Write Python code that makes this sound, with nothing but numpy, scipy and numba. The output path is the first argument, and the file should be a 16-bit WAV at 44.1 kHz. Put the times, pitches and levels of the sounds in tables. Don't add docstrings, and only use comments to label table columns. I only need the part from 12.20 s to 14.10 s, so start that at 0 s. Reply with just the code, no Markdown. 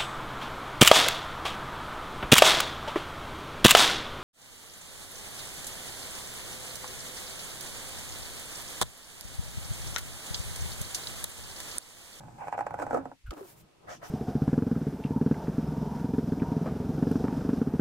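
import sys
import numpy as np
from scipy import signal
from scipy.fft import rfft, irfft
from scipy.io import wavfile
from scipy.ndimage import map_coordinates
from numba import njit

SR = 44100
rng = np.random.default_rng(int(sys.argv[2]) if len(sys.argv) > 2 else 0)


def output_pcm(signal):
    pcm = np.clip(np.atleast_2d(signal).T, -1, 1) * 32767
    wavfile.write(sys.argv[1], SR, np.round(pcm).astype(np.int16))


N = 83790
T = np.arange(N) / SR
DRAG_WIDTH, HISS_WIDTH, RUSTLE_WIDTH, NARROW_WIDTH = 0.77, 0.84, 1, 0.3

# time_s, strength_db
TIP_SLIPS = [(.007, -33.5), (.035, -37.5), (.083, -34), (0.185, -35), (.208, -31), (0.272, -23),
             (.283, -18), (.3265, -14.5), (.339, -28.5), (.379, -17), (.3905, -14), (.409, -13.5),
             (0.4673, -13.5), (.508, -20.5), (.5418, -16.5), (.5895, -19), (.5995, -16.5), (0.6204, -16.5),
             (.6265, -17), (0.6666, -19.5), (.709, -15.5), (0.7312, -15.5), (0.7458, -11.5), (0.7732, -16),
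             (.856, -21.5), (.916, -29.5)]
# time_s, strength_db
TIP_DRAG = [(0, -53.5), (.17, -57), (.22, -37), (.315, -51.5), (.35, -33), (.37, -49.5), (.405, -35.5),
            (.45, -48), (.575, -44.5), (.625, -33), (.655, -44.5), (.70, -41.5), (.76, -30), (.83, -50.5),
            (.93, -60), (.96, -92)]
# time_s, level_db
FIBRE_HISS = [(0, -72), (.25, -68), (.41, -82.5), (.445, -126), (.565, -78), (.625, -59.5), (.66, -74),
              (.76, -64), (.81, -80.5)]
# freq_hz, gain_db
FIBRE_EQ = [(1000, -6), (8000, 12.5), (10500, 0.5), (13000, 4), (16000, -18.5)]

def marker_line():
    kicks = np.zeros(N)
    for (time_s, db), scatter in zip(TIP_SLIPS, rng.standard_normal(len(TIP_SLIPS))):
        creep_s = time_s - 0.001363 * (1 + 0.13 * scatter)
        kicks[int(time_s * SR)] += undb(db)
        kicks[int(creep_s * SR)] += undb(db - 7.5)
    chatter_s, rise_s = 0.0036, 0.0027
    chatter = undb(-11) * decays([(s + chatter_s, db) for s, db in TIP_SLIPS], chatter_s, rise_s)
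    drag = undb(curve(TIP_DRAG) + 13.5) * (T < TIP_DRAG[-1][0])
    force = undb(25) * kicks + (chatter + drag) * stereo_grains(2500, spread_db=2, width=DRAG_WIDTH)
    steady_hiss = undb(curve(FIBRE_HISS)) * (T < FIBRE_HISS[-1][0])
    slip_hiss = undb(-41.5) * decays(TIP_SLIPS, decay_s=0.0047, rise_s=rise_s)
    return page_ring(force) + (steady_hiss + slip_hiss) * friction(FIBRE_EQ, HISS_WIDTH)

# time_s, nearness (0-1)
CORNER_PATH = [(0, 0.28), (.2, 0), (.47, 0.29), (.66, 0.4), (.75, 0.64)]
# pitch_hz, bandwidth_hz, mid_page_db, corner_db, left_lag_ms, left_over_right_db
PAGE_MODES = [(288.2, 50.4, -15, 19.5, 0.084, -1), (408, 110, -23.5, -2, .1, 1.5),
              (564, 231, -4, 11.5, 0.19, 2), (714, 305, 3, 1, 0.081, -2.5),
              (773, 94, 0.5, -14, 0.065, -0.5), (1413, 170, -7, -1.5, 0.035, -2.5),
              (2232, 860, -13.5, -31.5, -0.12, -6)]

def page_ring(force):
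    felt_hz, corner_sag = 2306, 0.21
    force = signal.sosfilt(signal.butter(4, felt_hz, fs=SR, output="sos"), force)
    near = np.clip(curve(CORNER_PATH), 0, 1)
    tuning = 1 + corner_sag * (.5 - near) + 0.042 * wander(27)
    out = 0
    for hz, width_hz, mid_db, corner_db, lag_ms, pan_db in PAGE_MODES:
        centre, width = hz * tuning, float(width_hz)
        left, right = (bandpass(bandpass(x, centre, width), centre, width) for x in force)
        left = np.interp(T - lag_ms / 1000, T, left)
        panned = np.array([left * undb(pan_db / 2), right * undb(-pan_db / 2)])
        out = out + panned * undb(mid_db + near * (corner_db - mid_db))
    return out

# centre_s, pitch_hz, sigma_s, peak_db
PAGE_THUMPS = [(1.057, 43, 0.0082, -37.5), (1.087, 78.4, 0.0043, -32.5), (1.097, 45.4, 0.012, -31)]
# start_s, attack_s, hold_s, release_s, level_db
TIP_CREAK = [(1.06, 0.0032, 0.0057, 0.035, -51.5)]
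# freq_hz, gain_db
CREAK_EQ = [(900, -44), (1470, 0), (1750, -26.5), (2600, -21), (5000, -39)]
# start_s, pitch_hz, decay_s, level_db
PAGE_FLAPS = [(1.116, 361.2, 0.028, -39), (1.21, 418, 0.024, -35.5)]
# start_s, attack_s, hold_s, release_s, level_db
PAGE_SETTLE = [(1.105, 0.011, 0.0099, 0.048, -45), (1.16, 0.012, 0.0066, 0.11, -46)]
# freq_hz, gain_db
RUSTLE_EQ = [(100, -10.5), (350, 7.5), (1300, -1.5), (2000, -16.5), (16000, -35.5)]

def pen_lift():
    out = sum(blip(*row) for row in PAGE_THUMPS)
    out = out + swells(TIP_CREAK) * friction(CREAK_EQ, NARROW_WIDTH)
    sag_per_s, attack_s, roughness_rad = 3.47, 0.0013, 0.65
    for start_s, hz, decay_s, db in PAGE_FLAPS:
        age = np.maximum(T - start_s, 0)
        cycles = hz * (1 - np.exp(-sag_per_s * age)) / sag_per_s
        envelope = undb(db) * (1 - np.exp(-age / attack_s)) * np.exp(-age / decay_s)
        out = out + envelope * np.sin(2 * np.pi * cycles + roughness_rad * wander(hz / 2))
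    return out + swells(PAGE_SETTLE) * friction(RUSTLE_EQ, RUSTLE_WIDTH, per_s=910)

# time_s, strength_db
PEN_CLICKS = [(1.1075, -22), (1.1095, -31.5), (1.137, -33)]
# freq_hz, gain_db
BARREL_EQ = [(600, -15), (1300, 13), (1800, -11), (2300, 4), (7500, -4), (16000, -15.5)]

def pen_clicks():
    decay_s = 0.0024
    noise = rng.standard_normal(N) + 1.77 * rng.standard_normal((2, N))
    return colour(decays(PEN_CLICKS, decay_s) * noise / np.sqrt(decay_s * SR), BARREL_EQ)

# start_s, attack_s, hold_s, release_s, level_db
GLIDES = [(1.665, 0.024, 0.021, 0.065, -41.5), (1.812, 0.016, 0.016, 0.037, -43.5)]
# freq_hz, gain_db
BODY_EQ = [(380, -11.5), (640, 6.5), (850, -1), (1900, -4), (2600, -21), (16000, -37)]
# freq_hz, gain_db
SIZZLE_EQ = [(1500, -10.5), (3000, 5), (3900, -5), (6000, 5.5), (9500, -11.5), (16000, -16)]

def light_strokes():
    body = swells(GLIDES) * friction(BODY_EQ, RUSTLE_WIDTH, per_s=4600, spread_db=2)
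    sizzle = undb(-10) * swells(GLIDES, lag_s=0.018) * friction(SIZZLE_EQ, HISS_WIDTH)
    return body + sizzle

# start_s, attack_s, hold_s, release_s, level_db
HAND_BRUSHES = [(1.12, 0.06, 0.069, 0.013, -61.5), (1.235, 0.05, 0.018, 0.063, -54),
                (1.355, 0.016, 0.04, 0.018, -60), (1.81, 0.1, .06, .03, -51.5)]
# freq_hz, gain_db
BRUSH_EQ = [(2000, 0), (3500, -2.5), (13000, 0.5)]
# time_s, level_db
BOOK_RUMBLE = [(0, -47.5), (.33, -57.5), (.47, -52), (.73, -47), (.9, -55), (1.02, -82.5), (1.13, -71.5),
               (1.3, -65), (1.43, -54), (1.51, -76.5), (1.71, -54), (1.9, -60)]
# freq_hz, gain_db
RUMBLE_EQ = [(40, -12.5), (90, -6), (132, 3.5), (230, -7.5), (1000, -56)]
# time_s, level_db
HAND_RUSTLE = [(.9, -62), (.97, -89), (1.08, -74), (1.14, -59.5), (1.58, -67), (1.65, -58), (1.79, -63.5),
               (1.9, -49)]

def hands():
    brush = swells(HAND_BRUSHES) * friction(BRUSH_EQ, HISS_WIDTH)
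    rumble = undb(curve(BOOK_RUMBLE)) * friction(RUMBLE_EQ, NARROW_WIDTH)
    rustle = undb(curve(HAND_RUSTLE)) * friction(RUSTLE_EQ, RUSTLE_WIDTH)
    return brush + rumble + rustle

def desk_echoes(x):
    t60_s, delay_s, split_hz, echo_db = 0.098, 0.0022, 1800, -10
    t = T[:N // 4]
    mid, side = rng.standard_normal((2, len(t))) * np.exp(-np.log(1000) * t / t60_s) * (t > delay_s)
    side = signal.sosfilt(signal.butter(2, split_hz, "high", fs=SR, output="sos"), side)
    tail = np.array([mid + side, mid - side]) / np.sqrt(np.sum(mid ** 2))
    return x + undb(echo_db) * signal.fftconvolve(x, tail, axes=1)[:, :N]

# freq_hz, gain_db
ROOM_EQ = [(150, 5.5), (600, -17.5), (2300, -1), (10000, -12), (16000, -24)]

def room_tone():
    return undb(-68.5) * colour(rng.standard_normal((2, N)), ROOM_EQ)

def friction(eq, width, per_s=9000, spread_db=3):
    return colour(stereo_grains(per_s, spread_db, width), eq)

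def stereo_grains(per_s, spread_db, width):
    mid, side = grains(per_s, spread_db), grains(per_s, spread_db) * width
    return np.array([mid + side, mid - side]) / np.hypot(1, width)

def grains(per_s, spread_db):
    impacts = (rng.random(N) < per_s / SR) * rng.choice([-1, 1], N)
    x = impacts * undb(spread_db * np.minimum(rng.exponential(size=N), 4))
    return x / x.std()

def colour(x, eq):
    hz, db = np.array(eq).T
    size = 2 * N
    gain = undb(np.interp(np.log(np.fft.rfftfreq(size, 1 / SR) + 1), np.log(hz), db))
    cepstrum = irfft(np.log(gain / np.sqrt(np.mean(gain ** 2))))
    cepstrum[1:N] *= 2
    cepstrum[N + 1:] = 0
    return irfft(rfft(x, size) * np.exp(rfft(cepstrum)))[..., :N]

@njit
def bandpass(x, hz, width_hz):
    y, band_state, low_state = np.empty(len(x)), 0., 0.
    for i in range(len(x)):
        g, damping = np.tan(np.pi * hz[i] / SR), width_hz / hz[i]
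        band = (band_state + g * (x[i] + 1e-18 - low_state)) / (1 + g * (g + damping))
        band_state, low_state = 2 * band - band_state, low_state + 2 * g * band
        y[i] = damping * band
    return y

def blip(centre_s, hz, sigma_s, db):
    t = T - centre_s
    return undb(db) * np.exp(-(t / sigma_s) ** 2 / 2) * np.cos(2 * np.pi * hz * t)

def swells(rows, lag_s=0):
    return sum(undb(db) * np.interp(T - lag_s, start + np.cumsum([0, attack, hold, release]),
                                    [0, 1, 1, 0]) for start, attack, hold, release, db in rows)

def decays(rows, decay_s, rise_s=1 / SR):
    return sum(undb(db) * np.exp(-np.abs(T - s) / np.where(T < s, rise_s, decay_s)) for s, db in rows)

def wander(knots_per_s):
    return map_coordinates(rng.standard_normal(400), [T * knots_per_s], mode="mirror")

def curve(rows):
    return np.interp(T, *np.array(rows).T)

def undb(db):
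    return 10 ** (np.asarray(db) / 20)

def scene():
    room = room_tone()
    return desk_echoes(marker_line() + light_strokes() + hands()) + pen_clicks() + pen_lift() + room

def record(dry):
    return signal.sosfilt(signal.ellip(8, .2, 70, 15500, fs=SR, output="sos"), dry)

dry = scene()
out = record(dry)
output_pcm(out)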